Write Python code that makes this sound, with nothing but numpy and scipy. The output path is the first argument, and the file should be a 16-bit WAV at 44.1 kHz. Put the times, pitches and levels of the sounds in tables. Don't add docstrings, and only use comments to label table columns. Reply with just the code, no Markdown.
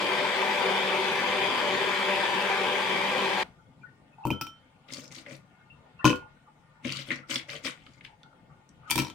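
import sys
import numpy as np
from scipy import signal
from scipy.io import wavfile
from scipy.ndimage import uniform_filter1d

SR = 44100
rng = np.random.default_rng(int(sys.argv[2]) if len(sys.argv) > 2 else 0)


def pcm_store(signal):
    levels = np.round(np.clip(np.atleast_2d(signal), -1, 1) * 32767)
    wavfile.write(sys.argv[1], SR, levels.astype(np.int16).T)


N = 403074

# (frequency [Hz], relative level [dB], t60 [s])
COUNTER = [(136.3, 0, 0.28), (194, -5.5, 0.29), (253.4, 9, 0.086), (314, -3, 0.2), (497, -2, 0.082),
           (546, 4, 0.052)]
CUT_S = 3.437
PAN_DB, PAN_SPREAD_DB = 3.5, 3.5
COUNTER_PAN_DB = 6


def gain_of(db):
    return 10 ** (np.asarray(db, float) / 20)


def evened(x):
    return x / np.sqrt(np.mean(x ** 2) + 1e-20)


def peaked(x):
    return x / abs(x).max()


def read(points, hz):
    f, value = np.transpose(points)
    return np.interp(np.log(hz + 1), np.log(f + 1), value)


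def humps(peaks, hz):
    return sum(db / (1 + (2 * (hz - f) / width) ** 2) for f, width, db in peaks)


def add(mix, s, sound, pan_db):
    part = mix[:, round(s * SR):][:, :sound.shape[-1]]
    part += gain_of([[pan_db / 2], [-pan_db / 2]]) * sound[..., :part.shape[1]]


def band(x, low_hz, high_hz):
    return signal.sosfilt(signal.butter(2, [low_hz, min(high_hz, SR / 2.2)], "band", fs=SR, output="sos"), x)


def blurred(grid, bins, frames):
    return evened(uniform_filter1d(uniform_filter1d(grid, size=bins, axis=0), size=frames, axis=1))


def wide_noise(colour_db, same, balance, phase, patchy_db, beat, size):
    overlap = size * 3 // 4
    hz, _, (left, other) = signal.stft(beat * rng.standard_normal((2, N)), SR, nperseg=size, noverlap=overlap)
    patches = blurred(rng.standard_normal(left.shape), 6, 12)
    patches = patches + 1.03 * blurred(rng.standard_normal(left.shape), 40, 3)
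    like = np.clip(read(same, hz), -1, 1)[:, None]
    lag = np.exp(-1j * read(phase, hz))[:, None]
    right = like * left * lag + np.sqrt(1 - like ** 2) * other
    half_db = read(balance, hz)[:, None] / 2
    z = np.array([left * gain_of(half_db), right * gain_of(-half_db)])
    z = z * gain_of(colour_db(hz)[:, None] + patchy_db * patches)
    x = signal.istft(z, nperseg=size, noverlap=overlap)[1][:, :N]
    return x / np.sqrt(np.mean(x.mean(0) ** 2))


def blender():
    # (multiple of shaft speed, level against the churn [dB], fuzz width [Hz])
    shaft_orders = [(0.998, -21, 18), (1.972, -19, 10), (3.005, -16, 15.4), (4.02, -26.5, 5),
                    (5.033, -16, 43), (8.09, -20.5, 45), (11.93, -18, 48), (24.1, -30, 48)]
    # (frequency [Hz], relative density [dB per Hz])
    churn_colour = [(18, -51.5), (60, -86.5), (90, -25.5), (190, -18.5), (350, -8.5), (1000, -1.5),
                    (1280, -10), (2300, -3.5), (3500, -8.5), (3900, -16), (5000, -19), (5400, -24),
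                    (9800, -32.5), (10800, -40), (14500, -38.5), (16000, -67)]
    # (frequency [Hz], width [Hz], height [dB])
    jug = [(109, 66, 4.5), (145, 36, 3), (250, 17, 8.5), (296, 48, -4), (381.6, 30, 11.5), (499.4, 39, 8),
           (691, 127, -6.5), (776, 20, 7.5), (877, 55, 3.5), (1006, 30, 1.5), (1170, 70, 3.5),
           (1550, 10, -2.5), (1833, 50, 2), (1900, 46, -2), (2130, 34, -1), (2787, 150, -7.5),
           (3190, 73, 2), (3530, 4.5, 10)]
    # (frequency [Hz], left-right likeness)
    churn_same = [(60, 0.75), (180, 1), (550, 0.88), (1650, 0.47), (4970, 0.15), (15000, 0.04)]
    # (frequency [Hz], left over right [dB])
    churn_balance = [(60, 0.85), (180, 1.4), (550, 0.92), (1650, 4.9), (4970, 1.6), (15000, 4.8)]
    # (frequency [Hz], lead of the left channel [rad])
    churn_phase = [(0, 0), (2500, 0.68), (3100, 0.036), (5000, 0.14)]
    shaft_hz, level_db = 195.3, -27.5
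    steady_share = .75
    n = round(CUT_S * SR)
    t = np.arange(n) / SR
    sag = evened(band(rng.standard_normal(N), 0.99, 5.67))
    turns = np.cumsum(shaft_hz * (1 + 0.0059 * sag)) / SR
    lumps = evened(band(rng.standard_normal(N), 8.0, 194.0))
    beat = (1 + 0.022 * np.cos(2 * np.pi * turns)) * gain_of(0.98 * lumps)
    churn = wide_noise(lambda f: read(churn_colour, f) + humps(jug, f),
                       churn_same, churn_balance, churn_phase, 1.43, beat, size=4096)[:, :n]
    for order, db, width_hz in shaft_orders:
        r = np.exp(-np.pi * width_hz / SR)
        wobble = signal.lfilter([1], [1, -2 * r, r * r], rng.standard_normal((2, 2, n)))
        shaken = steady_share + evened(wobble[:, 0]) + 1j * evened(wobble[:, 1])
        tone = shaken * np.exp(2j * np.pi * order * turns[:n])
        churn = churn + gain_of(db) * (tone[0] + .5 * tone).real * gain_of([[1.5], [-1.5]])
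    cut = np.clip((CUT_S - t) / 0.0068, 0, 1)
    sound = churn / np.sqrt(np.mean(churn.mean(0) ** 2)) * gain_of(level_db) * cut
    return np.pad(sound, [(0, 0), (0, N - n)])


def hum():
    # (frequency [Hz], relative density [dB per Hz])
    hum_colour = [(12, -46), (20, -15), (138, -0.5), (262, -5), (357, -10), (527, -13.5), (873, -17),
                  (1190, -25), (1660, -28), (2080, -26.5), (3300, -27), (3900, -30), (9500, -33.5),
                  (10500, -45), (16000, -45)]
    # (time [s], level [dB])
    hum_swell = [(3.44, -58.5), (3.6, -72), (4.1, -68), (4.75, -65), (5.45, -67.5), (5.9, -63.5),
                 (6.3, -64), (6.501, -70.5), (6.76, -65.5), (7.8, -68.5), (8.15, -68), (8.45, -67.5),
                 (8.771, -68), (8.88, -60), (9.14, -66)]
    # (frequency [Hz], width [Hz], height over the hum [dB])
    hum_tones = [(142.7, 28.4, 9), (260, 56, 4), (517, 7.6, 5), (878, 9.9, 18), (1200, 20, 18.5),
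                 (1434, 73, 13.5), (1826, 21, 16), (2150, 24, 13.5)]
    # (frequency [Hz], left-right likeness)
    hum_same = [(60, 0.99), (240, 0.9), (950, 0.36), (3770, -0.12), (15000, -0.11)]
    # (frequency [Hz], left over right [dB])
    hum_balance = [(60, 5.6), (240, 3.9), (950, 3), (3770, 2.8), (15000, 5.5)]
    level_db, patchy_db = -59.5, 1.8
    rush_db, rush_t60 = -50.5, 0.26
    s, swell_db = np.transpose(hum_swell)
    t = np.arange(N) / SR
    x = wide_noise(lambda f: read(hum_colour, f) + humps(hum_tones, f),
                   hum_same, hum_balance, [(0, 0), (SR, 0)], patchy_db, 1, size=2048)
    middle = evened(band(x, 550.0, 3950.0))
    rush = evened(band(band(rng.standard_normal((2, N)), 250., 2700.0), 200., 6000.))
    after = gain_of(rush_db - 60 * abs(t - CUT_S) / rush_t60) * (t > CUT_S)
    return x * gain_of(level_db) + middle * gain_of(np.interp(t, s, swell_db)) + after * (rush + x)


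def pings():
    # (time [s], level [dB], pitch [Hz])
    ping_list = [(3.582, -58, 1398), (3.8072, -62, 2390), (3.831, -47, 1455), (3.849, -58, 1420),
                 (3.8536, -53.5, 1815), (4.1215, -60.5, 2544), (4.179, -46.5, 830), (4.203, -48, 870),
                 (4.219, -43, 877), (4.2363, -45.5, 2660), (5.599, -63, 1495), (5.697, -50, 2722),
                 (5.987, -47.5, 2715), (5.989, -45.5, 1120), (5.992, -44.5, 1430), (6.0094, -47, 1810),
                 (6.219, -47.5, 877), (6.238, -61, 863), (5.83, -58, 605), (5.85, -59, 855),
                 (6.357, -62, 1440), (6.462, -57.5, 1200), (6.474, -56, 873), (6.786, -59, 884),
                 (7.229, -49.5, 1370), (8.078, -57, 893), (8.12, -58, 854), (8.205, -63, 870),
                 (8.245, -59, 856), (8.27, -68, 1430), (8.49, -62, 1434), (8.52, -61, 1204),
                 (8.815, -59, 1400), (8.85, -55, 1450), (8.495, -61.5, 1156), (8.539, -65, 1440),
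                 (8.232, -54, 1420), (8.31, -57, 1410), (8.595, -59, 850), (8.828, -54, 1230),
                 (8.87, -47, 1253)]
    core, fuzz_hz, hold_s = .42, 65, .02
    out, t = np.zeros((2, N)), np.arange(SR // 4) / SR
    for s, db, hz in ping_list:
        fuzz = evened(band(rng.standard_normal((2, len(t))), hz - fuzz_hz, hz + fuzz_hz))
        t60 = 0.086 * (hz / 1400) ** -0.3
        fade = gain_of(db - 60 * np.maximum(t - hold_s, 0) / t60)
        tone = core * np.sin(2 * np.pi * hz * t) + (1 - core) * fuzz
        add(out, s, fade * tone * np.minimum(t / 0.0058, 1), 6)
    return out


def kitchen(x):
    # (frequency [Hz], t60 [s])
    room_decay = [(200, 0.16), (1000, 0.31), (4000, 0.18), (12000, 0.16)]
    taps = np.zeros((2, SR // 2))
    at = np.arange(120, SR // 2 - 20, 20) + rng.integers(0, 20, (2, (SR // 2 - 121) // 20))
    np.put_along_axis(taps, at, rng.choice([-1., 1.], at.shape), 1)
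    hz, t, z = signal.stft(taps, SR, nperseg=256)
    tail = signal.istft(z * gain_of(-60 * t / read(room_decay, hz)[:, None]), SR, nperseg=256)[1]
    return signal.oaconvolve(x, tail / np.linalg.norm(tail[0]), axes=1)[:, :N]


def rung(modes, t):
    tones = sum(gain_of(db - 60 * t / t60) * np.sin(2 * np.pi * hz * t) for hz, db, t60 in modes)
    return tones * np.minimum(t / 0.0013, 1)


def rattle(t, t60, low_hz, high_hz, tail_db):
    click_t60 = .012
    lumps_db = 31.0 * uniform_filter1d(rng.standard_normal(len(t)), size=40)
    grains = rng.standard_normal((2, len(t))) * gain_of(lumps_db)
    grains = (grains + 0.18 * grains[0]) * np.minimum(t / 0.0012, 1)
    fade = gain_of(-60 * t / click_t60) + gain_of(tail_db - 60 * t / t60)
    x = band(grains * fade, low_hz, high_hz)
    return x / abs(x.mean(0)).max()


def chipped(x, low_hz, high_hz):
    half_hz = 350
    chips = sum(band(x, f - half_hz, f + half_hz) for f in rng.uniform(low_hz, high_hz, size=2))
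    y = 1.1 * x + chips
    return y / abs(y.mean(0)).max()


def clinks():
    # (time [s], crack [dB], treble [dB], counter [dB], low ice [dB], high ice [dB],
    # lowest ring [dB], second ring [dB], third ring before leaning ice damps it [dB], glass [index])
    blow_list = [(4.2519, -40, -41, -23.5, -18.5, -51, -49, -45, -91, 0),
                 (4.269, -54, -39, -24, -33, -38, -39, -43, -86, 0),
                 (4.3038, -39, -37, -20, -22.5, -21, -50, -49, -86, 0),
                 (4.312, -50, -54, -58, -45, -57, -59, -24, -86, 0),
                 (4.3288, -61, -64, -34, -54, -53, -37, -48, -79, 0),
                 (4.4112, -31, -30.5, -34.5, -32.5, -28, -28, -30, -56, 0),
                 (4.422, -44, -52, -50, -49, -35, -44, -50, -64, 0),
                 (4.4673, -42, -48, -50, -45, -38.5, -39, -35.5, -71, 0),
                 (6.044, -26, -36, -12.5, -13.5, -24, -29, -25, -48, 1),
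                 (6.0519, -16.5, -26.5, -39, -14.5, -16.5, -13.5, -32, -41, 1),
                 (6.0605, -32, -41.5, -17.5, -16, -39, -23, -40, -45, 1),
                 (6.066, -20, -46, -22, -23, -41.5, -23, -51, -48, 1),
                 (6.0762, -23, -45, -20.5, -23, -19.5, -28, -26, -42, 1),
                 (6.0942, -24.5, -45, -19.5, -33, -26, -29, -40, -50, 1),
                 (6.102, -28, -56, -34, -26, -20.5, -35, -45, -53, 1),
                 (6.1101, -40, -47, -29, -37, -27, -28, -39, -50, 1),
                 (6.1283, -40, -57, -28, -26, -27, -28, -40, -54, 1),
                 (6.1567, -41, -48, -63, -39, -45, -50, -56, -61, 1),
                 (8.899, -36, -33, -39.5, -37, -29, -37, -26, -64, 0),
                 (8.9072, -27, -16, -55, -34, -28, -44, -46, -56, 0),
                 (8.912, -15.5, -31, -42, -28, -24.5, -51, -31, -54, 0),
                 (8.924, -43, -41, -37.5, -35, -37, -37, -44, -60, 0),
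                 (8.9554, -21, -20.5, -25, -27.5, -34, -51, -50, -49, 0),
                 (8.9779, -25, -27, -50, -25.5, -25, -30, -50, -53, 0),
                 (8.983, -30, -30, -21.5, -24, -30, -39, -47, -54, 0),
                 (8.989, -19.5, -26, -43, -43, -24, -37, -47, -52, 0),
                 (8.9984, -18, -37, -29, -38, -45, -41, -48, -57, 0),
                 (9.0063, -39, -40, -36, -44, -44, -39, -42, -53, 0),
                 (9.0193, -31, -41, -35, -33, -44, -42, -36, -53, 0),
                 (9.034, -40, -55, -38, -42, -46, -50, -42, -62, 0),
                 (9.048, -31, -52, -47, -37, -53, -61, -42, -49, 0),
                 (9.068, -36, -51, -44, -37, -44, -52, -49, -65, 0),
                 (9.0809, -38, -53, -44, -48, -53, -53, -50, -68, 0),
                 (9.099, -34.5, -52, -43, -42, -52, -48, -41, -73, 0)]
    # (frequency [Hz], relative level [dB], t60 [s])
    low_ice = [(876, -19.5, 0.082), (986, 17.5, 0.042), (1000, 14.5, 0.031)]
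    # (frequency [Hz], relative level [dB], t60 [s])
    high_ice = [(2466, -3.5, 0.045), (2540, 0, 0.021), (2755, -7.5, 0.031)]
    # (frequency [Hz], relative level [dB], t60 [s])
    under_glass = [(58.3, -9, 0.12), (88.4, -7.5, 0.24), (131.3, 4, 0.12), (200.3, -4, 0.13),
                   (256.8, 1, 0.13), (302.6, 1.5, 0.13), (385.4, -9.5, 0.11), (495.2, -16, 0.19),
                   (583, -16.5, 0.09)]
    # (frequency [Hz], relative level [dB], t60 [s])
    first_glass = [(1332, -4, .25), (1434, -13, .25), (3022, -16, .2), (3099, -8, .34), (5510, 15, .2),
                   (5694, 17, .2), (8790, 0, .11), (13920, -3, .09), (15200, -7, .06)]
    # (frequency [Hz], relative level [dB], t60 [s])
    second_glass = [(1434, -6, 0.3), (3000, -2.5, 0.18), (3090, -7, 0.25), (4140, -13.5, .1),
                    (4770, -15, 0.11), (6340, -8, 0.054), (8200, -9.5, .1), (14130, -6, 0.08)]
    struck_hz = (1400, 3100, 5600, 8800, 14000)
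    # (fourth [dB], fifth [dB])
    upper_ring_db = [(-18, -7), (-18.5, -18.5)]
    # (fourth [dB], fifth [dB])
    loaded_upper_db = (7.5, -12)
    # (glass 0 [Hz], glass 1 [Hz])
    crack_low_hz = (1780, 1300.)
    thud_tilt_db = (2, 4, 1.5)
    drop_ice = [(.93, 1.0, 1), (1.06, 1.04, 0.86), (.97, .95, 2.4)]
    # (crack tail [dB], treble tail [dB])
    drop_tail_db = [(-12, -30), (-12, -22.5), (-24, -23)]
    lone_s, loaded_s = 5, 8.5
    loaded_ring, loaded_third_db = 0.45, -9.5
    rattle_t60, ice_scatter, foot_scatter_db = 0.093, .025, 1.5
    flutter_db, contact_db = 1.1, -1.5
    out, tones, t = np.zeros((2, N)), np.zeros((2, N)), np.arange(SR * 3 // 10) / SR
    short = t[:SR // 8]
    feet = np.array([rung([mode], t) for mode in under_glass]) * np.minimum(t / 0.0061, 1)
    octaves = np.log2(np.transpose(under_glass)[0] / 250)
    blows = np.sort(np.transpose(blow_list)[0])
    for s, crack_db, treble_db, counter_db, low_db, high_db, first_db, second_db, third_db, glass in blow_list:
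        loaded = s > loaded_s
        piece = int(s > lone_s) + loaded
        turned = 1 + ice_scatter * rng.standard_normal(2)
        low_share, high_share, ring_share = drop_ice[piece]
        crack_tail_db, treble_tail_db = drop_tail_db[piece]
        low_modes = [(f * low_share * turned[0], db, d) for f, db, d in low_ice]
        high_modes = [(f * high_share * turned[1] ** .6, db, d * ring_share) for f, db, d in high_ice]
        low, high = peaked(rung(low_modes, short)), peaked(rung(high_modes, short))

        upper_db = treble_db + loaded * np.array(loaded_upper_db) + np.array(upper_ring_db[glass])
        ring_db = [first_db, second_db, third_db + loaded * loaded_third_db, *upper_db]
        drive = list(zip(struck_hz, ring_db))
        ring_time = loaded_ring if loaded else 1
        bowl = (first_glass, second_glass)[glass]
        ring = rung([(f, db + read(drive, f), d * ring_time) for f, db, d in bowl], t)

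        crack = chipped(rattle(short, rattle_t60, crack_low_hz[glass], 6000.0, crack_tail_db), 2600., 6500.)
        treble = rattle(short, rattle_t60, 5300.0, 16000., treble_tail_db)
        foot_db = thud_tilt_db[piece] * octaves + foot_scatter_db * rng.standard_normal(len(feet))
        thud = peaked(gain_of(foot_db) @ feet)

        contacts = np.searchsorted(blows[blows > s], s + t)
        damping_db = contact_db * uniform_filter1d(contacts.astype(float), size=100)
        rocking = evened(band(rng.standard_normal(len(t)), 8., 50.))
        pan_db = PAN_DB + PAN_SPREAD_DB * rng.standard_normal()
        add(out, s, gain_of(counter_db) * thud, COUNTER_PAN_DB)
        add(out, s, gain_of(crack_db) * crack + gain_of(treble_db) * treble, pan_db)
        add(tones, s, gain_of(low_db) * low + gain_of(high_db) * high, pan_db)
        add(tones, s, ring * gain_of(flutter_db * rocking + damping_db), pan_db)
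    return out, tones


def rummage():
    # (frequency [Hz], relative density [dB per Hz])
    rustle_colour = [(880, -69.5), (1500, -6.5), (1720, -18), (2000, 4), (2510, -1.5), (3450, -4),
                     (3770, -6.5), (4500, -7.5), (9100, -17.5), (10300, -28.5), (16000, -32.5)]
    # (start [s], hold [s], rustle [dB], brightness [dB],
    # counter rumble [dB], bright spot [Hz], its height [dB])
    stroke_list = [(4.876, 0.021, -54, 1, -57, 2200, 5), (4.91, 0.068, -47.5, 11, -50, 5030, 0),
                   (5.022, .008, -51.5, 14, -54, 5300, 10), (5.107, 0.0086, -50.5, 9, -58, 6500, 10),
                   (5.143, 0.036, -50.5, 3, -57, 3900, 0), (5.153, 0.027, -64, 20, -62, 6500, 14),
                   (5.251, 0.067, -51.5, -2, -51.5, 2100, 5), (5.307, 0.014, -56, 19, -75, 4400, -1),
                   (6.84, 0.042, -39, -2.5, -41, 2880, 6.5), (6.902, 0.095, -42, -1, -71, 3000, 5.5),
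                   (7.058, 0.022, -49, 12, -51, 3100, 5), (7.097, 0.0058, -33.5, -6, -40, 2050, 11),
                   (7.134, 0.01, -58, 12, -58, 5600, 23), (7.291, 0.013, -43.5, 13, -60, 3000, 4),
                   (7.293, 0.058, -36, 0, -41.5, 3330, 0), (7.477, 0.072, -43.5, -1.5, -49, 2300, -1),
                   (7.639, 0.026, -35, 3, -45, 3400, 7), (7.756, 0.097, -64.5, 2, -84, 3000, 7.5),
                   (7.857, 0.11, -67.5, -1.5, -76, 3000, -3), (8.033, 0.0038, -54.5, -3.5, -70.5, 2800, 1),
                   (8.874, .01, -54, 7, -66, 3300, 10)]
    lead_in_s = .02
    rise_s, rise_db, fall_db_per_s, middle_db = 0.012, -14.5, -350, -11
    spot_width = 0.3
    grains_per_bin, grain_db, grain_bed, drift_db = .025, 5, .65, 3
    out, hz = np.zeros((2, N)), np.fft.rfftfreq(256, 1 / SR)
    t = np.arange(SR // 4) / SR
    modes = np.array([rung([mode], np.arange(6000) / SR) for mode in COUNTER])
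    for s, hold, rustle_db, bright_db, rumble_db, spot_hz, spot_db in stroke_list:
        grains = gain_of(6.5 * np.minimum(rng.exponential(1, len(t)), 3.2))
        grains = grains * (rng.random(len(t)) < 900. / SR)
        crackle = evened(signal.lfilter([1], [1, -.94], grains)) * rng.standard_normal((2, len(t)))
        crackle = crackle + 0.083 * crackle[0] + 0.35 * rng.standard_normal((2, len(t)))

        noise = rng.standard_normal((2, len(t)))
        z = signal.stft(noise + 0.13 * noise[0], SR, nperseg=256, noverlap=192)[2]
        shape = z[0].shape
        sparks = gain_of(grain_db * np.minimum(rng.exponential(1, shape), 3))
        sparks = blurred(sparks * (rng.random(shape) < grains_per_bin), 16, 1)
        drift = blurred(rng.standard_normal(shape), 8, 18)
        colour_db = read(rustle_colour, hz) + bright_db / (1 + (4300.0 / (hz + 1)) ** 4)
        colour_db = colour_db + humps([(spot_hz, spot_width * spot_hz, spot_db)], hz)
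        z = z * (grain_bed + sparks) * gain_of(colour_db[:, None] + drift_db * drift)
        z = z / np.sqrt(uniform_filter1d((abs(z) ** 2).sum((0, 1)), size=40))
        rustle = evened(signal.istft(z, SR, nperseg=256, noverlap=192)[1][:, :len(t)])

        body = gain_of(4.3 * rng.standard_normal(len(modes))) @ modes
        rumble = evened(signal.oaconvolve(crackle[0], body)[3000:][:len(t)])
        middle = evened(band(crackle, 1040.0, 1560.0))
        u = t - lead_in_s
        stroke_db = rise_db * np.maximum(1 - u / rise_s, 0)
        stroke_db = stroke_db + fall_db_per_s * np.maximum(u - rise_s - hold, 0)
        sound = gain_of(rustle_db) * (rustle + gain_of(middle_db) * middle)
        sound[:, :len(rumble)] += gain_of(rumble_db) * rumble
        add(out, s - lead_in_s, sound * gain_of(stroke_db), 5.5)
    return out


def knocks():
    # (time [s], level [dB], pitch [Hz], counter thud [dB])
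    knock_list = [(4.895, -44, 2130, -55), (4.9036, -34.5, 2180, -62), (4.9233, -31, 4980, -62),
                  (4.935, -22, 5070, -63), (4.944, -27, 4440, -58), (4.992, -40, 2200, -50),
                  (5.185, -38, 2900, -57), (5.33, -44, 2050, -47), (5.018, -40, 3900, -60),
                  (5.0417, -36, 5270, -56), (5.078, -36, 5100, -55), (5.107, -46, 2200, -62),
                  (5.122, -37, 6400, -59), (5.147, -35, 4040, -63), (5.152, -35, 6400, -70),
                  (5.162, -31, 3960, -67), (5.2627, -30.5, 2045, -48), (5.3083, -41, 2070, -37),
                  (6.8488, -20.5, 2160, -27.5), (6.872, -34, 4800, -34), (6.8919, -24, 2900, -35.5),
                  (6.902, -22, 2760, -43), (6.9223, -17.5, 4570, -54), (6.9595, -27, 4450, -39.5),
                  (6.9688, -27, 4600, -56.5), (6.988, -30.5, 2220, -39.5), (7.012, -38, 4770, -56.5),
                  (7.026, -37, 3050, -50.5), (7.082, -44, 1500, -50), (7.1048, -15.5, 2110, -60.5),
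                  (7.1146, -16.5, 1960, -32.5), (7.129, -42, 2140, -62), (7.139, -43, 2100, -51),
                  (7.148, -47, 2020, -53), (5.352, -40, 4400, -60), (5.364, -47, 8800, -65),
                  (7.158, -33, 5440, -43), (7.1878, -40, 1960, -42.5), (7.295, -35, 3020, -36),
                  (7.31, -18.5, 3050, -57.5), (7.3574, -10.5, 3370, -36), (7.3596, -20.5, 2210, -57.5),
                  (7.3958, -24.5, 2220, -44.5), (7.4925, -25, 2135, -50.5), (7.527, -40, 2410, -52),
                  (7.562, -36.5, 2300, -55), (7.6465, -26.5, 2000, -66), (7.6534, -26, 3440, -42),
                  (7.655, -34, 500, -63), (7.67, -27, 3300, -42.5), (7.864, -37, 3100, -63),
                  (7.865, -42.5, 2200, -63), (7.869, -47.5, 1250, -67), (8.009, -38, 2190, -55.5),
                  (8.0476, -32.5, 3060, -61.5), (8.05, -33, 2220, -62), (8.062, -38, 2810, -68),
                  (8.075, -45, 2300, -65), (7.935, -48, 4800, -65), (7.775, -46, 2150, -62),
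                  (8.2315, -38.5, 3500, -57), (8.6901, -44, 5850, -55)]
    tone_share, grit_share, grit_tail_db = .6, .7, -11
    out, t = np.zeros((2, N)), np.arange(SR // 10) / SR
    long = np.arange(SR // 5) / SR
    modes = np.array([rung([mode], long) for mode in COUNTER]) * np.minimum(long / 0.0096, 1)
    for s, db, hz, counter_db in knock_list:
        spot_db = 4.7 * rng.standard_normal(len(COUNTER))
        thud = peaked(gain_of(spot_db) @ modes)
        ring = 0.026 * (hz / 2000) ** -0.95
        tone = rung([(hz, 0, ring), (hz * 1.7, -8, ring * 0.29)], t)
        grit = rattle(t, 0.026, hz * 0.6, hz * 1.87, grit_tail_db)
        grit = peaked(band(grit, hz * 0.77, hz * 1.4))
        tick_db = -30 + 10 * np.log2(hz / 2000)
        tick = gain_of(tick_db) * rattle(t, 0.013, 2600.0, 9400.0, -21.0)
        sound = tone_share * tone + grit_share * grit + tick
        add(out, s, gain_of(db) * sound, PAN_DB + PAN_SPREAD_DB * rng.standard_normal())
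        add(out, s, gain_of(counter_db) * thud, COUNTER_PAN_DB)
    return out


def scene():
    near_wet_db, far_wet_db = -4, -6.5
    tone_wet_db = -7
    near, tones = clinks()
    far = band(knocks() + rummage(), 110.0, 22000.0) + pings()
    wet = gain_of(near_wet_db) * (near + gain_of(tone_wet_db) * tones) + gain_of(far_wet_db) * far
    return blender() + hum() + near + tones + far + kitchen(band(wet, 260.0, 22000.0))


def record(dry):
    low_pass = signal.firwin(511, 16100, window=("kaiser", 9), fs=SR)
    return signal.oaconvolve(dry, low_pass[None], "same")


dry = scene()
out = record(dry)
pcm_store(out)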